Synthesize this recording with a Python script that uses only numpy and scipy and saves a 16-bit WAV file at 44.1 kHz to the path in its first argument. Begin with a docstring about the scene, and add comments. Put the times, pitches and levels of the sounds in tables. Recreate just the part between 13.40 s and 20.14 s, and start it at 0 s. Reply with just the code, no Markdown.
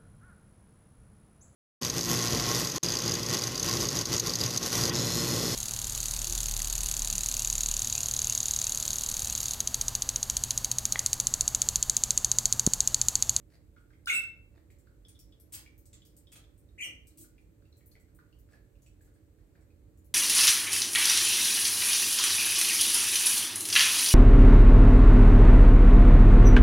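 """Parrot on a metal play stand

A grey parrot turns round on its stand in a quiet living room. Two chirps are gliding tones with overtones
and rasp; beak pops are clicks with a sliding ring. Claw ticks are resonant noise bursts, and feet and
feathers are grainy strokes of noise; steps ring the frame as decaying sines, among tiny random creaks.
The room answers with sparse echoes, over rumble and hiss of shaped noise and a faint hum of wavering sines."""
import sys
import numpy as np
from scipy import signal
from scipy.fft import rfft, irfft, next_fast_len
from scipy.io import wavfile
from scipy.ndimage import uniform_filter1d

SR = 44100
rng = np.random.default_rng(int(sys.argv[2]) if len(sys.argv) > 2 else 0)


def unload_audio(sound):
    """Save the sound as a 16-bit wav file, at the path given as the first command line argument."""
    columns = np.transpose(np.atleast_2d(sound))
    # keep every value between -1 and 1, then stretch to whole-number steps
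    steps = np.round(np.clip(columns, -1, 1) * 32767)
    wavfile.write(sys.argv[1], SR, steps.astype(np.int16))


N = 297234  # length in samples
EDGE_HZ = 15950  # upper edge of the sound's band


def amp(db):
    """Decibels to gain."""
    return 10 ** (np.asarray(db) / 20)


def unit(x):
    """Scales to unit power."""
    return x / np.sqrt(np.mean(x ** 2) + 1e-20)


def read(points, hz):
    """Reads a curve as straight lines on a log-frequency axis."""
    f, value = np.transpose(points)
    return np.interp(np.log(hz + 1), np.log(f + 1), value)


def add(mix, s, sound):
    """Mixes a sound in at time s."""
    part = mix[max(round(s * SR), 0):][:len(sound)]
    part += sound[:len(part)]


def bins(size):
    """The frequencies of a spectrum of this many samples."""
    return np.fft.rfftfreq(size, 1 / SR)


def noise(colour, size):
    """Noise of unit power with a spectrum given as (f/Hz, level/dB)."""
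    spectrum = rfft(rng.standard_normal(size))
    return unit(irfft(spectrum * amp(read(colour, bins(size))), size))


def drift(rate_hz, size):
    """Smooth random movement of unit power, mostly slower than the given rate."""
    span = next_fast_len(size + 4096)
    lowpass = np.exp(-(bins(span) / rate_hz) ** 2)
    return unit(irfft(rfft(rng.standard_normal(span)) * lowpass, span))[:size]


# first chirp, a quick swoop that settles on a held note: [t/s, f/Hz, level/dB]
SWOOP_NOTE = [(.670, 1407, -45), (.675, 1412, -27), (.679, 1560, -44), (.682, 2332, -37),
              (.694, 2983, -35.5), (.701, 2177, -22), (.709, 2157, -28), (.717, 2700, -37.5),
              (.750, 2683, -29), (.790, 2671, -29.5), (.810, 2710, -51)]
# second chirp, the low voice of the syrinx, which trills: [t/s, f/Hz, level/dB]
WARBLE_LOW_VOICE = [(3.378, 2140, -62), (3.390, 2272, -46.5), (3.403, 2203, -52.5), (3.414, 2230, -38),
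                    (3.427, 2195, -54), (3.435, 2140, -55)]
# second chirp, the high voice, which leaps above the low one and slides down: [t/s, f/Hz, level/dB]
WARBLE_HIGH_VOICE = [(3.382, 2840, -63), (3.415, 2648, -50.5), (3.423, 3194, -45), (3.442, 2824, -42),
                     (3.453, 2780, -51)]
# what the windpipe and beak let through of the overtones: [f/Hz, level/dB]
THROAT_FILTER = [(1300, 1), (3100, -0.5), (4000, -26), (5200, -31.5), (6100, -8), (8400, -11.5),
                 (9500, -20.5), (10800, -21), (12200, -38.5), (13800, -17), (15800, -26)]
# colour of the rasp of the open beak: [f/Hz, level/dB]
RASP_COLOUR = [(1050, -23), (1400, 2.5), (1850, -3), (2500, -2), (3200, -2.5), (3620, 9), (4150, -3),
               (4700, -8.5), (6300, -4), (9000, -11), (15000, -13.5)]
WAVER, WAVER_HZ = 0.0045, 70  # even a held note wavers by this share of its pitch (rms), this fast


def chirp(rows, jitter, settle_s, overtones_db, shut_db, open_after_s, open_for_s,
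          rasp_db=None, trill_hz=0, trill_depth=0):
    """The syrinx sings a tone that starts rough and clears; overtones swell as the beak opens."""
    s, *columns = np.transpose(rows)
    t = np.arange(0, s[-1] - s[0], 1 / SR)
    size = len(t)
    hz, level_db = (uniform_filter1d(np.interp(s[0] + t, s, c), size=80) for c in columns)
    unsettled = np.exp(-t / settle_s)
    opening = np.exp(-((t - open_after_s) / open_for_s) ** 2)

    trill = 1 - trill_depth * np.cos(2 * np.pi * trill_hz * t)
    hz = hz * trill * (1 + jitter * unsettled * drift(450, size))
    phase = 2 * np.pi * np.cumsum(hz * (1 + WAVER * drift(WAVER_HZ, size))) / SR

    overtones = np.zeros(size)
    for k in range(2, 9):
        in_band = k * hz < EDGE_HZ
        overtones += amp(read(THROAT_FILTER, k * hz)) * in_band * np.sin(k * phase)
    beak_gain = amp(overtones_db + shut_db * (1 - opening))
    tone = np.sqrt(2) * amp(level_db) * (np.sin(phase) + beak_gain * overtones)

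    voice = tone * signal.windows.tukey(size, .02)
    if rasp_db is not None:
        voice += amp(rasp_db) * noise(RASP_COLOUR, size) * unsettled * signal.windows.tukey(size, .1)
    out = np.zeros(N)
    add(out, s[0], voice)
    return out


def beak_snap(s, level_db):
    """The parting beak gives a tiny bright snap: 4 ms of coloured noise."""
    out, size = np.zeros(N), round(.004 * SR)
    colour = [(2500, -27.0), (4200, 2.5), (5600, -2), (7500, -23), (10200, 6.5), (12500, -18), (15000, -7.0)]
    add(out, s, amp(level_db) * noise(colour, size) * signal.windows.tukey(size, .5))
    return out


# soft pops of beak and tongue: [t/s, level/dB, f/Hz, T60/s]
BEAK_POPS = [(.3651, -59, 1430, .05), (.5053, -65, 1547, .023), (.5341, -65.5, 2130, .03),
             (1.3034, -64.5, 2120, 0.034), (1.471, -65, 1520, 0.018), (1.6506, -57.5, 3494, .045),
             (1.7504, -62.5, 3520, 0.056), (1.9245, -63, 3420, 0.031), (2.2618, -55, 2256, .027),
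             (2.6206, -61.5, 3475, .016), (2.8706, -61, 3398, 0.035), (3.041, -65.5, 3397, 0.011),
             (3.8442, -67.5, 1427, 0.02), (3.9814, -64.5, 2397, 0.03), (4.2548, -73, 2660, 0.054),
             (4.3266, -65, 4030, .045), (4.4094, -70, 2080, 0.053), (4.5171, -65, 4280, 0.018),
             (4.5543, -60.5, 2144, 0.012), (4.7896, -59, 1473, .016), (4.9275, -67.5, 2956, 0.056),
             (5.0893, -70, 1605, 0.019), (5.1372, -60, 1702, .025), (5.464, -65.5, 2560, 0.028),
             (5.6096, -69.5, 1739, .012), (5.6775, -73, 1470, 0.023), (5.988, -77, 1584, .015),
             (6.1521, -68.5, 1670, .012)]
CLICK_DB, CLICK_GROWTH = -74.5, .4  # the tongue's click in a pop of -60 dB, and its dB per dB of pop
POP_RISE_S = .002  # time constant of the onset in the hollow of the beak
FAINT_POP_T60_S = .012  # the weakest pops hardly ring


def pops(rows, sag, upper_db, upper_ratio, rough):
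    """The tongue clicks and rings the hollow of the beak, whose pitch slides as it opens."""
    out, t = np.zeros(N), np.arange(4096) / SR
    click_colour = [(700, -15), (1800, -4), (3000, -8), (4500, -1.5), (6000, -9.0), (12000, -17.5)]
    for s, db, hz, t60 in rows:
        fade = amp(-60 * t / t60)
        slide = 1 + sag * rng.uniform(-0.62, 1) * np.exp(-t / .005)
        phase = 2 * np.pi * np.cumsum(hz * slide) / SR
        upper = np.sin(upper_ratio * rng.uniform(1.0, 1.1) * phase)
        cavity = np.sin(phase) + amp(upper_db) * fade * upper  # the upper mode dies twice as fast
        onset = (1 - np.exp(-t / POP_RISE_S)) ** 2
        ring = cavity * (1 + rough * drift(400, len(t))) * fade * onset
        ring *= np.sqrt(.004 / np.sum(ring ** 2 / SR))  # the energy of 4 ms at unit power
        click = noise(click_colour, len(t)) * np.exp(-t / .012)
        click_db = CLICK_DB + CLICK_GROWTH * (db + 60)
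        add(out, s - .002, amp(db) * ring + amp(click_db) * click)
    return out


# claw ticks on the bars: [t/s, level/dB, resonance f/Hz, brightness/dB]
CLAW_TICKS = [(1.3058, -64.5, 7520, -1), (1.3867, -65, 7620, 2), (1.6846, -54, 9100, -2.5),
              (1.7912, -53, 5390, 2), (1.9999, -56.5, 11550, 3.5), (2.3795, -56.5, 13660, 6.5),
              (2.4563, -56.5, 8100, 0.5), (2.531, -51, 7360, -8), (2.6517, -57, 13930, -2.5),
              (2.7664, -53, 8120, 3.5), (3.1789, -62, 8570, 10), (3.6711, -55, 8030, 2),
              (4.369, -61, 7600, 7), (4.4607, -54, 13500, 15), (4.5134, -64.5, 11460, -1),
              (4.5994, -65.5, 7820, 2), (4.7486, -60, 8460, 13), (4.9881, -62.5, 14100, 5.5),
              (5.4206, -61.5, 6800, -0.5), (5.462, -64, 7800, -5), (5.6136, -65, 7840, 4),
              (5.6477, -65.5, 7560, 2), (6.574, -65, 7030, 5), (6.6458, -60.5, 10700, 6)]
# resonance, mids and top against the level at 7 kHz; brightness then lowers the mids and lifts the top
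TICK_RING_DB, TICK_BODY_DB, TICK_TOP_DB = 10, -9.5, -2
TICK_RISE_S = 0.00092  # time constant of the claw's bite on the bar


def ticks(rows, width_hz, fade_s):
    """A claw meets a steel bar: a short burst with one resonance; a sharper touch is brighter."""
    out, t, f = np.zeros(N), np.arange(2048) / SR, bins(2048)
    envelope = np.exp(-t / fade_s) * (1 - np.exp(-t / TICK_RISE_S))
    for s, db, hz, bright_db in rows:
        body_db = TICK_BODY_DB - bright_db
        top_db = TICK_TOP_DB + bright_db
        colour = amp(read([(900, body_db - 16.0), (3200, body_db), (7000, 0), (13500, top_db)], f))
        colour = colour * (1 + amp(TICK_RING_DB) / (1 + ((f - hz) / width_hz) ** 2))
        burst = unit(irfft(rfft(rng.standard_normal(len(t))) * colour))
        add(out, s - .001, amp(db) * burst * envelope)
    return out


# feet sliding and gripping: [t/s, level/dB, length/s, dullness/dB]
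FOOT_SCUFFS = [(2.122, -45, 0.015, -6.5), (2.135, -43, 0.012, 4), (2.146, -62, 0.044, 20),
               (2.918, -55, 0.011, 13), (2.953, -58, 0.0136, 22), (3.772, -55.5, 0.017, -20),
               (3.795, -55.5, 0.032, -24)]
# colour of foot on bar before dullness: [f/Hz, level/dB]
FOOT_COLOUR = [(530, -28), (900, -17), (1640, -20), (2650, -6), (2950, -11), (3250, -8.5), (3980, -8),
               (5440, -6), (7250, -2), (8570, 3.5), (9550, -5.5), (11600, -2.5), (13200, -5), (14700, -11),
               (15800, -0.5)]
# feathers brushing as the bird moves: [t/s, level/dB, length/s, dullness/dB]
FEATHER_RUFFLES = [(.09, -70, 0.1, -12.5), (.70, -58, 0.089, 5.5), (1.13, -71, 0.0915, 3),
                   (3.44, -60, .06, 3), (4.55, -72.5, 0.051, -0.5), (5.08, -71, .12, -5.5),
                   (5.6, -79.5, 0.12, 7), (5.98, -79.5, .06, 0), (6.13, -74, .12, 8)]
# colour of feather on feather before dullness: [f/Hz, level/dB]
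FEATHER_COLOUR = [(150, -3), (480, -0.5), (650, -2.5), (900, -16.5), (2000, -7), (3200, -24.5), (4600, -17),
                  (6000, -24.5), (15000, -29.5)]


def rubs(rows, colour, grain_db, taper):
    """Strokes of friction catch and slip unevenly; a duller stroke has more body below 3 kHz."""
    out = np.zeros(N)
    for s, db, length, dull_db in rows:
        size = round(length * SR)
        dulled = [(hz, level + dull_db / (1 + (hz / 3000) ** 2)) for hz, level in colour]
        stroke = noise(dulled, size)
        grain = unit(amp(grain_db * drift(400, size)))
        add(out, s, amp(db) * stroke * grain * signal.windows.tukey(size, taper))
    return out


# the bird's weight landing on a bar: [t/s, level/dB]
BAR_STEPS = [(.74, -67.5), (2.125, -59.5), (2.928, -69.5), (3.46, -59), (3.79, -57.5)]
# modes of the stand's steel frame: [f/Hz, level/dB, T60/s]
FRAME_MODES = [(99, 1.5, .35), (152, -5, 0.34), (255, -6, .5), (308.8, 0, .6), (342, -2, 0.32),
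               (616, -14.5, .3)]


def frame():
    """Each step sets the tubes of the stand humming softly, as a sum of decaying modes."""
    out, t = np.zeros(N), np.arange(SR) / SR
    for s, db in BAR_STEPS:
        ring = np.zeros(SR)
        for hz, level, t60 in FRAME_MODES:
            ring += amp(level - 60 * t / t60) * np.sin(2 * np.pi * (hz * t + rng.random()))
        add(out, s, amp(db) * ring * (1 - np.exp(-t / .01)))
    return out


def fidget(level_db, per_s, spread_db):
    """Tiny creaks of feather and foot, too faint to pick out: short decaying sines at random."""
    out, t = np.zeros(N), np.arange(512) / SR
    for when, pitch, size in rng.random((round(per_s * N / SR), 3)):
        grain = np.sin(2 * np.pi * 1500 * 7 ** pitch * t) * np.exp(-t / 0.00061)
        add(out, when * N / SR, amp(level_db + spread_db * size) * grain)
    return out


def faint(count, level_db, low_hz, high_hz):
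    """Weak events spread loosely over the scene: rows [t/s, level/dB, f/Hz]."""
    when, size, pitch = rng.random((count, 3)).T
    s = (np.arange(count) + when) / count * N / SR
    return list(zip(s, level_db - 5 * size, low_hz * (high_hz / low_hz) ** pitch))


# decay of the room: [f/Hz, T60/s]
ROOM_DECAY = [(250, .5), (1400, .48), (2700, 0.38), (5500, .33), (8000, 0.24), (15000, .22)]
# first wall reflections: [delay t/s, share of the tail's strength]
WALL_ECHOES = [(.0052, .3), (.0087, .3), (0.0143, .25), (0.02, .2)]


def room_response():
    """Per microphone: a few wall reflections, and sparse taps whose treble dies first."""
    taps, step = np.zeros((2, SR)), 15
    at = np.arange(round(.006 * SR), SR - step, step)
    at = at + rng.integers(0, step, (2, len(at)))
    np.put_along_axis(taps, at, rng.choice([-1., 1.], at.shape), 1)
    hz, t, z = signal.stft(taps, SR, nperseg=256)
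    decay = amp(-60 * t / read(ROOM_DECAY, hz)[:, None])
    tail = signal.istft(z * decay, SR, nperseg=256)[1]
    tail /= np.linalg.norm(tail[0])
    for delay, share in WALL_ECHOES:
        for side in tail:
            add(side, delay + rng.uniform(0, .0008), np.array([share]))
    return tail


def place(x, room, wet_db, lean_db, lag_ms):
    """The direct sound reaches the left microphone first; the room answers on both."""
    delay = np.sinc(np.arange(-20, 21) - lag_ms * SR / 1000) * np.hanning(41)  # fractional-sample delay
    late = np.convolve(x, delay, "same")
    wet = signal.oaconvolve(x[None], room[:, :SR // 2], axes=1)[:, :N]
    wet *= np.std(x) / np.std(wet, axis=1, keepdims=True)  # as strong as the direct sound
    return (np.array([x, late]) + amp(wet_db) * wet) * amp([[lean_db / 2], [-lean_db / 2]])


# colour of the low rumble of the house: [f/Hz, level/dB]
RUMBLE_COLOUR = [(21, -32), (36, 0), (65, -3.5), (103, -6), (129, -12), (231, -21), (311, -14),
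                 (375, -23.5), (447, -26), (472, -27.5), (511, -25), (532, -41), (554, -22), (601, -32),
                 (900, -43.5), (1170, -69.5), (1980, -120)]
# colour of the thin hiss: [f/Hz, level/dB]
HISS_COLOUR = [(470, -31), (800, -2), (1110, -1.5), (2230, -4), (3280, -10), (4310, -8.5), (5330, -13),
               (8260, -5), (9350, -12.5), (13800, -8), (15800, -13)]
RUMBLE_DB, HISS_DB = -58, -78
# partials of the appliance hum: [f/Hz, level/dB]
HUM_PARTIALS = [(312.2, -76.5), (441.4, -78.5), (500.6, -85), (570.6, -83), (651.4, -92.5)]
# how alike the noise is on both sides: [f/Hz, left-right coherence, below 0 counts as 0]
SIDE_LIKENESS = [(60, 0.83), (130, 1), (290, 0.636), (640, 0.55), (1410, -0.5), (3100, -0.2), (6820, -0.5),
                 (15000, -0.0)]
# balance of the background: [f/Hz, left-right level/dB]
SIDE_LEAN = [(60, -4), (110, -4.5), (200, -4), (380, -8), (700, -3.5), (1290, 0), (2380, -0.5),
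             (4400, -0.5), (8120, 0), (15000, 4)]


def background(swell_db, swell_hz, low_cut_hz, waver_hz):
    """House rumble with swelling bass, a wavering hum and a thin hiss; the lows lean to the right."""
    f, t = bins(N), np.arange(N) / SR
    swell = unit(amp(swell_db * drift(swell_hz, N)))
    deep = 1 / (1 + (f / 150) ** 4)  # only the bass swells

    def bed():
        """Spectrum of one independent layer of rumble and hiss."""
        rumble = amp(RUMBLE_DB) * noise(RUMBLE_COLOUR, N)
        hiss = amp(HISS_DB) * noise(HISS_COLOUR, N)
        return rfft(rumble * swell) * deep + rfft(rumble) * (1 - deep) + rfft(hiss)

    a, b = bed(), bed()
    hum = np.zeros(N)
    for hz, db in HUM_PARTIALS:
        waver = waver_hz * np.cumsum(drift(6, N)) / SR
        hum += amp(db) * np.sin(2 * np.pi * (hz * t + waver))

    same = np.clip(read(SIDE_LIKENESS, f), 0, 1)
    lean = amp(read(SIDE_LEAN, f) / 2)
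    pair = np.array([a, same * a + np.sqrt(1 - same ** 2) * b]) + rfft(hum)
    low_cut = 1 / np.sqrt(1 + (low_cut_hz / (f + 1)) ** 16)  # the microphones lose the deepest bass
    return irfft(pair * low_cut * np.array([lean, 1 / lean]), N)


# the microphones' own colour, on the bird's sounds: [f/Hz, left-right level/dB]
MICROPHONE_COLOUR = [(700, -6), (1400, -1.5), (2700, -1), (8000, -1.5), (11000, 8), (14000, 2.5)]


def scene():
    """The bird's sounds, each placed in the room, over the room's own background."""
    room = room_response()
    swoop = chirp(SWOOP_NOTE, jitter=0.018, settle_s=.055, overtones_db=2, shut_db=-11.5,
                  open_after_s=0.077, open_for_s=.036, rasp_db=-38)
    low_voice = chirp(WARBLE_LOW_VOICE, jitter=0.031, settle_s=0.16, overtones_db=-1, shut_db=-10,
                      open_after_s=0.035, open_for_s=.011, trill_hz=38.7, trill_depth=.1)
    high_voice = chirp(WARBLE_HIGH_VOICE, jitter=0.027, settle_s=0.15, overtones_db=5.5, shut_db=-12,
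                       open_after_s=0.069, open_for_s=0.021)
    snap = beak_snap(.658, level_db=-45.5)  # just before the first chirp

    weak_pops = faint(count=12, level_db=-72.5, low_hz=1500, high_hz=4300)
    faint_pops = [(*row, FAINT_POP_T60_S) for row in weak_pops]
    weak_ticks = faint(count=12, level_db=-71.5, low_hz=6830, high_hz=9000)
    faint_ticks = [(*row, 0) for row in weak_ticks]  # neutral brightness

    beak = pops(BEAK_POPS + faint_pops, sag=0.1, upper_db=-5.5, upper_ratio=1.4, rough=0.9)
    claws = ticks(CLAW_TICKS + faint_ticks, width_hz=233, fade_s=0.0051)
    feet = rubs(FOOT_SCUFFS, FOOT_COLOUR, grain_db=2, taper=.3)
    feathers = rubs(FEATHER_RUFFLES, FEATHER_COLOUR, grain_db=5.5, taper=0.65)
    creaks = fidget(level_db=-83.5, per_s=14, spread_db=11.0)

    bird = place(swoop + snap, room, wet_db=-1.5, lean_db=-1, lag_ms=0.13)
    bird += place(low_voice + high_voice, room, wet_db=6, lean_db=1.5, lag_ms=0.099)
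    bird += place(beak, room, wet_db=2, lean_db=1.0, lag_ms=0.066)
    bird += place(claws, room, wet_db=6.0, lean_db=0.5, lag_ms=.02)
    bird += place(feet, room, wet_db=6.0, lean_db=0.0, lag_ms=0.024)
    bird += place(feathers, room, wet_db=0.5, lean_db=1.0, lag_ms=0.033)
    bird += place(frame(), room, wet_db=-7, lean_db=-3.0, lag_ms=0.1003)
    bird += place(creaks, room, wet_db=-2.0, lean_db=6, lag_ms=0.087)

    colour = amp(read(MICROPHONE_COLOUR, bins(N)) * np.array([[.5], [-.5]]))
    bed = background(swell_db=1.25, swell_hz=13, low_cut_hz=43.3, waver_hz=2.583)
    return irfft(rfft(bird) * colour, N) + bed


def record(dry):
    """The recorder's band limit: a steep low-pass at the band edge."""
    lowpass = signal.firwin(511, EDGE_HZ, window=("kaiser", 9), fs=SR)
    return signal.oaconvolve(dry, lowpass[None], "same", axes=1)


dry = scene()
out = record(dry)
unload_audio(out)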